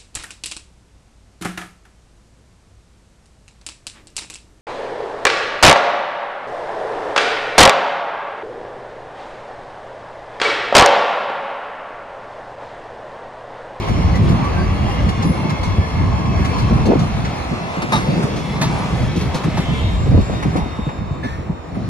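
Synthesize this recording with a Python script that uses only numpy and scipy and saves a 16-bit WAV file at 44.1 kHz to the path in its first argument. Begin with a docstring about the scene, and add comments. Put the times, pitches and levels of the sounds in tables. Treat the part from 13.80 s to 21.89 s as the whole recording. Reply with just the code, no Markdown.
"""Empty flat wagons on open grassland

Taken near the track on a handheld phone that turns to follow the train. Wind buffets the two
microphone ports. Wheels roar on the rail, stakes and chains rattle, axles clack in pairs over
a joint and loose steel rings now and then. A flange squeals as the last wagon draws away."""
import sys
import numpy as np
from scipy import signal
from scipy.fft import rfft, irfft, next_fast_len
from scipy.io import wavfile
from scipy.ndimage import uniform_filter1d, map_coordinates

SR = 44100
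rng = np.random.default_rng(int(sys.argv[2]) if len(sys.argv) > 2 else 0)


def transcribe(u):
    """Save the signal u as a 16-bit wav file named by the first command-line argument.

    u: samples, shape (n,) or (channels, n), limited to [-1, 1]; the rate is SR.
    q: integer samples, one column per channel.
    """
    v = np.clip(np.atleast_2d(u).T, -1, 1)
    q = np.round(v * 32767).astype(np.int16)
    wavfile.write(sys.argv[1], SR, q)


N = 356766
T = np.arange(N) / SR

# Levels in the tables are relative: each source adds its own trim.
# Wind right on the microphone. Each row: time in seconds, deep rumble in dB, flutter above it in dB.
WIND_LEVELS = [(0, -23.5, -5), (.27, -17.5, 1.5), (.5, -17, -4.5), (.57, -22.5, 0), (1.3, -20, -2),
               (1.7, -31, 8.5), (1.9, -15.5, -7.5), (2.06, -27.5, -4), (2.25, -18.5, -5.5), (2.9, -22, 3.5),
               (3.45, -23.5, 0), (3.6, -30, 2), (3.93, -36, 1), (4.06, -39, 2), (4.15, -30, 8.5),
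               (4.35, -40, 15), (4.8, -32.5, 7.5), (5.05, -30.5, 5), (5.25, -19, -6.5), (5.6, -26.5, 0),
               (5.75, -24, 2.5), (6, -24.5, -5.5), (6.26, -22.5, -0.5), (6.36, -6, -14), (6.42, -18, -7),
               (6.55, -26.5, -0.5), (6.8, -23.5, -2), (6.95, -33, 0), (7.3, -26.5, -8.5),
               (7.72, -33.5, 2.5), (7.8, -38, -5.5), (8.09, -36, 10.5)]
# Single eddies on the ports. Each row: start in seconds, level in dB, centre in Hz, hold in seconds.
BUFFETS = [(.105, -15.5, 198, 0.014), (.175, -15, 160, 0.033), (.243, -9.5, 87.5, 0.05),
           (0.394, -13, 96.6, 0.042), (0.499, -17, 155, 0.024), (0.812, -17, 125, 0.024),
           (.915, -16, 166, 0.0083), (0.992, -18, 76, 0.064), (1.227, -16.5, 85.4, 0.067),
           (1.394, -13.5, 110, 0.013), (1.446, -11.5, 157, 0.032), (1.495, -9, 167.5, 0.016),
           (1.643, -14.5, 175, 0.017), (1.858, -12, 96.7, 0.065), (1.983, -4, 96, 0.013),
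           (2.21, -11, 77, 0.023), (2.383, -17, 157, 0.023), (2.48, -16, 138, 0.017),
           (2.595, -14, 179, 0.014), (2.825, -11, 110.6, 0.035), (2.907, -13.5, 224, 0.022),
           (2.956, -13, 113, 0.025), (3.056, -14.5, 222, 0.033), (3.086, -7, 233, 0.02),
           (3.108, -9, 330, 0.017), (3.116, -10, 496, 0.0073), (3.132, -3.5, 393, 0.0054),
           (3.152, -7, 290, 0.0069), (3.711, -20, 238, 0.031), (3.971, -17.5, 174, 0.021),
           (4.025, -18, 181, 0.027), (4.175, -19, 168, 0.026), (4.277, -11.5, 146, 0.025),
           (4.318, -16, 188, 0.024), (4.359, -16, 170, 0.04), (4.435, -12.5, 159, 0.017),
           (4.575, -17.5, 190, 0.014), (4.93, -18, 147, 0.029), (5.118, -13.5, 128, 0.034),
           (5.203, -13, 122, 0.048), (5.357, -12.5, 168.3, 0.025), (5.415, -15.5, 186, 0.022),
           (5.454, -10.5, 119, 0.017), (5.548, -12.5, 142, 0.014), (5.646, -13, 166, 0.041),
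           (5.743, -18, 138, 0.017), (5.779, -13, 170, 0.026), (5.885, -16.5, 138.4, 0.054),
           (6.043, -10, 103, 0.015), (6.205, -12.5, 96, 0.009), (6.264, -17.5, 231, 0.013),
           (6.289, -12, 109, 0.013), (6.317, -6, 134, 0.015), (6.342, -10, 275, 0.0087),
           (6.353, -9, 100, 0.0093), (6.37, -17.5, 426, 0.013), (6.376, -9, 198, 0.019),
           (6.497, -8.5, 325, 0.0046), (6.628, -22, 160, 0.012), (6.651, -8.5, 190, 0.011),
           (6.668, -11, 130, 0.022), (6.755, -9.5, 320, 0.0062), (6.774, -13.5, 174, 0.017),
           (6.855, -14, 149, 0.0071), (6.988, -18, 210, 0.0099), (7.067, -12.5, 134, 0.012),
           (7.212, -15, 108, 0.011), (7.309, -12.5, 84.5, 0.017), (7.443, -23, 255, 0.023),
           (7.585, -16.5, 158, 0.0091), (7.695, -18.5, 182, 0.014), (7.966, -18, 224, 0.0082)]
# The rolling train, heard from the trackside. Each row: time in seconds, rail roar in dB,
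# wagon body above it in dB, brightness in dB.
ROLL_LEVELS = [(0.0, -32.5, 1.5, 1.5), (0.74, -29, 0, -3), (1.08, -31.5, 0.5, 0.5), (2.5, -32, -2, -1),
               (2.77, -29.5, -2.5, -0.5), (3.56, -31.5, -3, 0.5), (4.05, -29, -5.5, -3),
               (4.3, -29.5, 2.5, 1.5), (4.64, -33.5, 2, 2.5), (4.96, -30.5, -1.5, 1), (5.72, -33, 1.5, 1.5),
               (6.04, -34, 1, 2), (6.65, -32.5, 0, -1), (7.7, -41.5, 2.5, -8.5), (8.09, -39, 1.5, 0.5)]
# Where the wheels lie as the phone turns. Each row: time in seconds, lead of the left port in ms
# for the nearest wheels, the same for the further wheels.
BEARINGS = [(0, 0.43, 0.06), (3.6, 0.44, 0.068), (4.3, 0.17, 0.43), (4.8, -0.054, 0.25),
            (5.6, 0.07, -0.065), (6.2, -0.4, 0.06), (6.9, -0.38, 0.053), (8.09, -0.58, 0.017)]
# The broad roar under the resonances. Each row: frequency in Hz, level in dB.
ROAR_SPECTRUM = [(250, -3.5), (500, -6), (1150, -10.5), (1400, -17.5), (2400, -20), (2900, -25),
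                 (4000, -28), (5000, -28), (7000, -33), (8200, -39.5), (10800, -37.5), (12300, -54),
                 (14000, -54), (15700, -48)]
# Wheel and rail resonances. Each row: centre in Hz, width in Hz, level in dB, share of the swell.
RESONANCES = [(694, 134, -14, 0), (973, 240, -10.5, 0.96), (1076, 87, -12.5, 1), (1256, 130, -14, 0),
              (1744, 39, -15, 0.42), (2115, 120, -13, 1), (2300, 56, -14, 0.64), (2524, 85, -16, 0.37),
              (2686, 61, -14, 0.58), (2953, 93, -18.5, 0.58), (3230, 125, -12, 0.97),
              (3500, 87, -9.5, 0.35), (3855, 400, -9.5, 0.06), (4223, 120, -8.5, 0.31), (4376, 34, -9, 0),
              (5270, 88, -12.5, 0.1), (5690, 80, -13, 0.69)]
# Swell of the resonances. Each row: time in seconds, swell in dB for those under 1.4 or over 4 kHz,
# swell in dB for those between.
SWELL = [(0, 8.5, 10.5), (.7, 1.5, 3), (1.2, 4, 9), (2.9, 7, 7), (3.4, -7, 4), (4.3, -7, 4), (4.8, 1, 7.5),
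         (5.2, -16, 6), (5.65, -5, 6.5), (5.75, -10, 13.5), (6.02, -8, 14.5), (6.12, -9, 8), (6.4, -27, -8),
         (6.8, 0, 5), (8.09, -7, -35)]
# Two-axle bogies over the joint. Each row: start in seconds, first axle in dB, second axle in dB,
# extra lows in dB, extra top in dB.
BOGIES = [(-.054, -43, -31.5, 2, 2), (.352, -28, -27, -5, -1), (1.287, -26, -26, -4, -1),
          (1.695, -26, -25.5, -4.5, -3), (2.646, -24.5, -26, -6, -2), (3.055, -24, -26.5, -10, -3),
          (4.018, -26, -25, -1.5, 2), (4.426, -27, -28.5, -5.5, 2), (5.408, -26, -22, -8, 0),
          (5.636, -29.5, -25, -1, 1), (6.625, -31.5, -29, 2.5, 3.5)]
# The leading axle, sharp and short, then the trailing one, duller and longer.
# Each row: lows in dB, top in dB, seconds to fade 60 dB, thud in dB.
AXLE_TONES = [(7.5, -9.5, 0.1, -2), (2.5, -11, 0.21, 8)]
# Couplings and frames knocking. Each row: start in seconds, level in dB, lows in dB, top in dB,
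# seconds to fade 60 dB.
KNOCKS = [(.641, -34, 4, -9, 0.25), (2.453, -34, 2, -25, 0.19), (3.446, -27.5, 5, -27, 0.16),
          (4.1205, -17.5, 4.5, -8.5, 0.31), (4.812, -15.5, -2, -12, 0.24), (5.221, -32, -6, -10, 0.13),
          (5.3598, -27.5, -14, -6, 0.39), (6.409, -33, -9, -11, 0.078), (6.497, -50, 9, -20, .06),
          (6.525, -47, 16, -20, 0.091), (7.087, -42.5, 15.5, -33, 0.13), (7.433, -36, 9, -12, 1),
          (7.946, -51, 17, 1, 0.16)]
# Loose steel on the wagons. Each row: start in seconds, pitch in Hz, level in dB, hold in seconds,
# seconds to fade 60 dB, roughness as noise over tone, lead of the left port in ms.
STEEL_RINGS = [(.34, 2000, -41, .04, .1, 1.5, 0), (.61, 1030, -33, .04, .1, .7, .17),
               (.63, 1140, -30, .05, .12, .5, .12), (.77, 1570, -36, .05, .1, .8, .05),
               (.785, 1105, -34, .03, .08, .6, .08), (.79, 4600, -50, .06, .12, 2, .43),
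               (1.07, 811, -33, .035, .08, .6, .13), (1.075, 1018, -34, .035, .08, .6, .19),
               (1.19, 1640, -41, .03, .08, 1, .09), (1.45, 4950, -54, .05, .15, 1.5, .43),
               (1.45, 10780, -46, .06, .35, .3, .46), (1.57, 865, -34, .03, .1, .7, .19),
               (1.84, 989, -34, .04, .1, .7, .15), (2.0, 1750, -39, .05, .12, .7, .4),
               (2.6, 1684, -42, .04, .1, 1, 0), (2.63, 767, -33, .03, .08, .7, .24),
               (2.725, 995, -29, .04, .12, .6, .24), (3.09, 2547, -42, .04, .1, .7, .43),
               (4.125, 3762, -27, .045, .05, .35, .27), (4.125, 1660, -33, .03, .08, 1.2, .32),
               (4.13, 880, -24, .02, .07, .9, .19), (4.13, 1200, -27, .03, .08, 1.5, .23),
               (4.812, 640, -30, .02, .1, .9, .3), (4.812, 1770, -33, .02, .08, .8, .33),
               (4.82, 920, -30, .02, .1, .9, .29), (4.98, 10500, -52, .03, .1, .6, 0),
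               (5.544, 520, -28, .008, .06, 1.5, -.1), (5.55, 1433, -41, .02, .08, .8, -.1),
               (6.625, 857, -34, .02, .07, .8, -.19), (7.43, 1730, -33, .045, .12, .2, .08),
               (7.435, 3593, -44, .03, .1, .5, .12), (7.48, 1800, -41, .06, .25, .4, .08)]
# The flange on the rail. Each row: time in seconds, first partial in dB, second partial in dB,
# left minus right in dB.
SQUEAL_LEVELS = [(5.2, -54, -64, 2), (5.35, -45, -62, 2), (5.55, -50, -60, 3), (5.75, -43, -51, 2),
                 (5.85, -42, -49, 3), (5.95, -41, -54, 2), (6.05, -35, -54, 4), (6.15, -38, -49, 5),
                 (6.25, -43, -47, 1), (6.35, -40, -60, 2), (6.45, -46, -44, 3), (6.55, -40, -53, 5),
                 (6.65, -44, -52, 4), (6.75, -52, -50, 4), (6.85, -43, -60, 0), (7.07, -40, -56, -1),
                 (7.15, -47, -59, -3), (7.25, -51, -68, -8), (7.35, -49, -62, -10), (7.45, -51, -61, -6),
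                 (7.65, -59, -68, -10), (7.75, -52, -66, -9), (8.09, -57, -72, -9)]
# The squeal sinks as the wagon draws away. Each row: time in seconds, pitch in Hz.
SQUEAL_PITCH = [(5.2, 3818), (5.65, 3783), (6.05, 3746), (6.55, 3702), (6.85, 3684), (7.35, 3664),
                (8.09, 3653)]
# Where the squeal comes from. Each row: time in seconds, lead of the left port in ms.
SQUEAL_BEARING = [(5.2, -.08), (6.4, -.11), (7, -.04), (7.35, .03), (7.5, .12)]
# The right port hears a little less treble. Each row: frequency in Hz, gain in dB.
RIGHT_PORT = [(2500, 0), (4200, -2.5), (6500, -0.5)]

GUSTS_PER_S, GUST_DB = 11, 2.5
BUFFET_FADE_CYCLES, BUFFET_ROUGHNESS, SLAP_DB = 7.3, 0.69, -5
RING_DB, HISS_DB, RING_BRIGHTNESS_SHARE = -5.5, -11, 0.17  # wheel ring and hiss against the roar
FURTHER_DB, SCATTER_GAIN, GRASS_CUTOFF_HZ = 1, 0.8, 6800  # grass dulls what the ground scatters
RATTLES_PER_S, RATTLE_DB, RATTLE_SPREAD_DB, RATTLE_T60_S = 30, -14.5, 5.5, 0.1
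AXLE_GAP_S, KNOCK_THUD_DB = .135, -2
PAN = np.array([[.5], [-.5]])  # splits a left-minus-right difference between the ports


def undb(db):
    """Decibels to amplitude."""
    return 10 ** (np.asarray(db) / 20)


def unit(x):
    """Scales to an RMS of one."""
    return x / np.sqrt(np.mean(x ** 2))


def curves(table):
    """Columns joined by straight lines in time."""
    times, *columns = np.transpose(table)
    return [np.interp(T, times, column) for column in columns]


def band(x, lo_hz, hi_hz, order=2):
    """Butterworth band-pass."""
    sos = signal.butter(order, [lo_hz, min(hi_hz, .45 * SR)], "band", fs=SR, output="sos")
    return signal.sosfilt(sos, x)


def noise(lo_hz, hi_hz, size=N, order=2):
    """A band of noise at an RMS of one."""
    return unit(band(rng.standard_normal(size + 4096), lo_hz, hi_hz, order)[4096:])


def walk(per_s):
    """Random levels held 1 / per_s seconds and smoothed twice; spread near 1."""
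    hold = int(SR / per_s)
    steps = np.repeat(rng.standard_normal(N // hold + 1), hold)
    return 1.32 * uniform_filter1d(uniform_filter1d(steps, hold), hold)[:N]


def add(out, start_s, x):
    """Mixes x in at a start time."""
    i = max(int(start_s * SR), 0)
    out[..., i:i + x.shape[-1]] += x[..., :N - i]


def burst(hold_s, t60_s, rise_s):
    """Quick rise, a hold, then an exponential fade; half a second in all."""
    t = np.arange(int(.5 * SR)) / SR
    fade_db = -60 * np.maximum(t - max(hold_s, 0), 0) / max(t60_s, .01)
    return (1 - np.exp(-t / rise_s)) * undb(fade_db)


def colour(x, table):
    """Shapes a spectrum by (Hz, dB) points."""
    hz, db = np.transpose(table)
    size = next_fast_len(x.shape[-1])
    bins_hz = np.maximum(np.arange(size // 2 + 1) * SR / size, 1)
    gain = undb(np.interp(np.log(bins_hz), np.log(hz), db))
    return irfft(rfft(x, size) * gain, size)[..., :x.shape[-1]]


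def wander(x, drift=.025):
    """Lets the pitch drift by running a sound slightly faster and slower."""
    return np.interp(np.cumsum(1 + drift * walk(2.5)), np.arange(N), x, period=N)


def ports(x, further=False, waver_ms=.02):
    """A source reaches the two ports at different times; a long source wavers in direction."""
    lead_ms = curves(BEARINGS)[int(further)] + waver_ms * walk(25)
    positions = np.arange(N) + PAN * lead_ms * SR / 1000
    return np.array([map_coordinates(x, [p], order=3, mode="mirror") for p in positions])


def wind():
    """Eddies press on both ports, partly alike; each band gusts and flutters in level."""
    deep_db, flutter_db = curves(WIND_LEVELS)
    out = np.zeros((2, N))
    for lo_hz, hi_hz, db, alike in ((49.6, 94, deep_db, .68), (101, 204, deep_db + flutter_db, .73)):
        mid, side = noise(lo_hz, hi_hz), noise(lo_hz * 1.18, hi_hz * 1.13)
        pair = np.sqrt(1 + alike) * mid + np.sqrt(1 - alike) * np.array([side, -side])
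        out += pair * undb(db - 2 + GUST_DB * walk(GUSTS_PER_S) + 2.4 * walk(22))
    return out


def wheels(levels_db):
    """One group of wheels: roar in flickering bands, and resonances that flare as rough patches pass."""
    edges_hz = [600, 1400, 3000]  # between body, roar, ring and hiss
    parts, judder = np.zeros((4, N)), walk(16)
    for hz in 280 * 2 ** (np.arange(18) / 3):
        flicker_db = (2.8 if hz < edges_hz[1] else 1.2) * walk(19)
        gain = np.sqrt(hz) * undb(0.98 * judder + flicker_db)
        parts[np.searchsorted(edges_hz, hz)] += gain * noise(hz / 1.17, hz * 1.129)
    parts = [unit(part) for part in colour(parts, ROAR_SPECTRUM)]
    outer_db, inner_db = curves(SWELL)
    for hz, width_hz, db, share in RESONANCES:
        swell_db = share * (inner_db if 1400 < hz < 4000 else outer_db)
        gain = undb(db + swell_db + 2.3 * walk(9))
        resonance = wander(noise(hz - width_hz / 2, hz + width_hz / 2))
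        parts[np.searchsorted(edges_hz, hz)] += gain * resonance
    return sum(undb(db) * part for db, part in zip(levels_db, parts))


def rolling():
    """Near and further wheels come from their own directions; the ground scatters some to each port."""
    roar_db, body_db, bright_db = curves(ROLL_LEVELS)
    ring_db = RING_DB + RING_BRIGHTNESS_SHARE * bright_db
    levels_db = roar_db - 4.5 + np.array([body_db, np.zeros(N), ring_db, HISS_DB + bright_db])
    near, further = wheels(levels_db), undb(FURTHER_DB) * wheels(levels_db)
    dulled = band(near + further, 91, GRASS_CUTOFF_HZ, order=1)
    # scattered paths change length as the wagons move
    paths = [np.arange(N) - SR * (lag_s + .002 * walk(3)) for lag_s in (.02, .037)]
    scattered = np.array([map_coordinates(dulled, [p], order=1, mode="nearest") for p in paths])
    return ports(near) + ports(further, further=True) + SCATTER_GAIN * scattered


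def rattle():
    """Stakes and chains shake: many faint short rings whose level follows the rail roar."""
    out, roar_db = np.zeros(N), curves(ROLL_LEVELS)[0]
    for when, pitch, size, length in rng.random((250, 4))[:int(RATTLES_PER_S * N / SR)]:
        hz = 700 * 4 ** pitch
        shape = burst(0.034 * length, RATTLE_T60_S, rise_s=0.0022)[:SR // 6]
        size_db = -RATTLE_SPREAD_DB * np.log(1 - .9 * size)
        db = roar_db[int(when * N)] + RATTLE_DB + size_db - 8.5 * pitch
        ring = noise(hz * .975, hz * 1.025, len(shape), order=1)
        add(out, when * N / SR, undb(db) * shape * ring)
    return ports(out)


def clacks():
    """Axles drop over the joint and frames knock: a thud and a crack that set the resonances ringing."""
    hits = []
    for first_s, *axle_dbs, extra_low_db, extra_top_db in BOGIES:
        for axle, (low_db, top_db, t60_s, thud_db) in enumerate(AXLE_TONES):
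            start_s = first_s + axle * AXLE_GAP_S
            if start_s > 0:
                hits.append((start_s, axle_dbs[axle], low_db + extra_low_db, top_db + extra_top_db,
                             t60_s, thud_db + extra_low_db))
    for start_s, db, low_db, top_db, t60_s in KNOCKS:
        hits.append((start_s, db, low_db, top_db, t60_s, KNOCK_THUD_DB + low_db))
    direct, diffuse = np.zeros(N), np.zeros((2, N))
    crack_bands_hz = (600, 2300), (2400, 6820), (8600, 11700)
    for start_s, db, low_db, top_db, t60_s, thud_db in hits:
        thud = burst(hold_s=0.0082, t60_s=0.082, rise_s=0.00096)[:SR // 8] * noise(340, 970, SR // 8)
        add(direct, start_s, undb(db - 7.5 + thud_db) * thud)
        shape = burst(hold_s=0.011, t60_s=t60_s, rise_s=0.0015)
        for path in (direct, *diffuse):  # each port also gets a crack of its own
            low, mid, top = (noise(*edges, len(shape), order=3) for edges in crack_bands_hz)
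            crack = undb(low_db + 2) * low + mid + undb(top_db) * top
            add(path, start_s, undb(db - 10.5) * shape * crack)
    ringing = sum(undb(db + 10) * band(direct, hz - width_hz / 2, hz + width_hz / 2, order=1)
                  for hz, width_hz, db, _ in RESONANCES)
    return ports(direct + ringing) + .4 * diffuse


def buffets():
    """An eddy strikes the microphone: a slap and a short flapping rumble."""
    out, size = np.zeros((2, N)), SR // 4
    for start_s, db, hz, hold_s in BUFFETS:
        shape = burst(hold_s, BUFFET_FADE_CYCLES / hz, rise_s=0.0044)[:size]
        turn = np.arange(size) / SR * hz * 1.68
        push_pull = np.sin(2 * np.pi * turn ** .7) * (turn < 1)  # a steep push, a slower pull back
        slap = rng.choice([-1, 1]) * band(push_pull, 60, 900)
        both, left, right = (noise(hz / 2.83, hz * 1.81, size, order=3) for _ in range(3))
        flap_hz = hz * (1 + .3 * uniform_filter1d(both, 200))
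        flap = np.sin(2 * np.pi * (rng.random() + np.cumsum(flap_hz) / SR))
        roughness = BUFFET_ROUGHNESS * min(hz, 240) / 150  # quick eddies are rougher
        rumble = shape * (flap + roughness * (0.52 * both + 0.69 * np.array([left, right])))
        pan_db = rng.standard_normal()
        add(out, start_s, undb(db + PAN * pan_db) * (rumble + undb(SLAP_DB) * slap))
    return out


def loose_steel():
    """Loose parts ring roughly for a moment, each from its own direction."""
    out = np.zeros((2, N))
    for start_s, hz, db, hold_s, t60_s, roughness, lead_ms in STEEL_RINGS:
        shape = burst(hold_s, t60_s, rise_s=0.00055)
        tone = np.sqrt(2) * np.sin(2 * np.pi * hz * T[:len(shape)])
        ring = undb(db) * shape * (tone + roughness * noise(hz * .97, hz * 1.03, len(shape)))
        add(out[0], start_s, ring)
        add(out[1], start_s + lead_ms / 1000, ring)
    return out


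def flange_squeal(rise_s=0.082):
    """A flange rubs the rail as the last wagon leaves: a thin tone with three overtones."""
    hz = curves(SQUEAL_PITCH)[0]
    lead_s = curves(SQUEAL_BEARING)[0] / 1000
    cycles = np.cumsum(hz * (1 + .0005 * walk(40))) / SR
    phase = 2 * np.pi * (cycles + PAN * hz * lead_s)
    first_db, second_db, pan_db = curves(SQUEAL_LEVELS)
    partials_db = first_db, second_db, first_db - 27, first_db - 30
    tone = sum(undb(db + 1.5 * walk(30)) * np.sin(k * phase) for k, db in enumerate(partials_db, 1))
    onset = np.clip((T - SQUEAL_LEVELS[0][0]) / rise_s, 0, 1)
    return onset * undb(PAN * pan_db) * tone


def scene():
    """Wind on the microphone and the wagons going by, left and right."""
    return wind() + buffets() + rolling() + clacks() + loose_steel() + rattle() + flange_squeal()


def record(dry, ceiling=.98, top_hz=15750):
    """The phone, a little duller on the right, rounds the loudest peaks and cuts the top."""
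    pair = np.array([dry[0], colour(dry[1], RIGHT_PORT)])
    rounded = ceiling * np.tanh(pair / ceiling)
    return signal.sosfilt(signal.ellip(8, .2, 70, top_hz, fs=SR, output="sos"), rounded)


dry = scene()
out = record(dry)
transcribe(out)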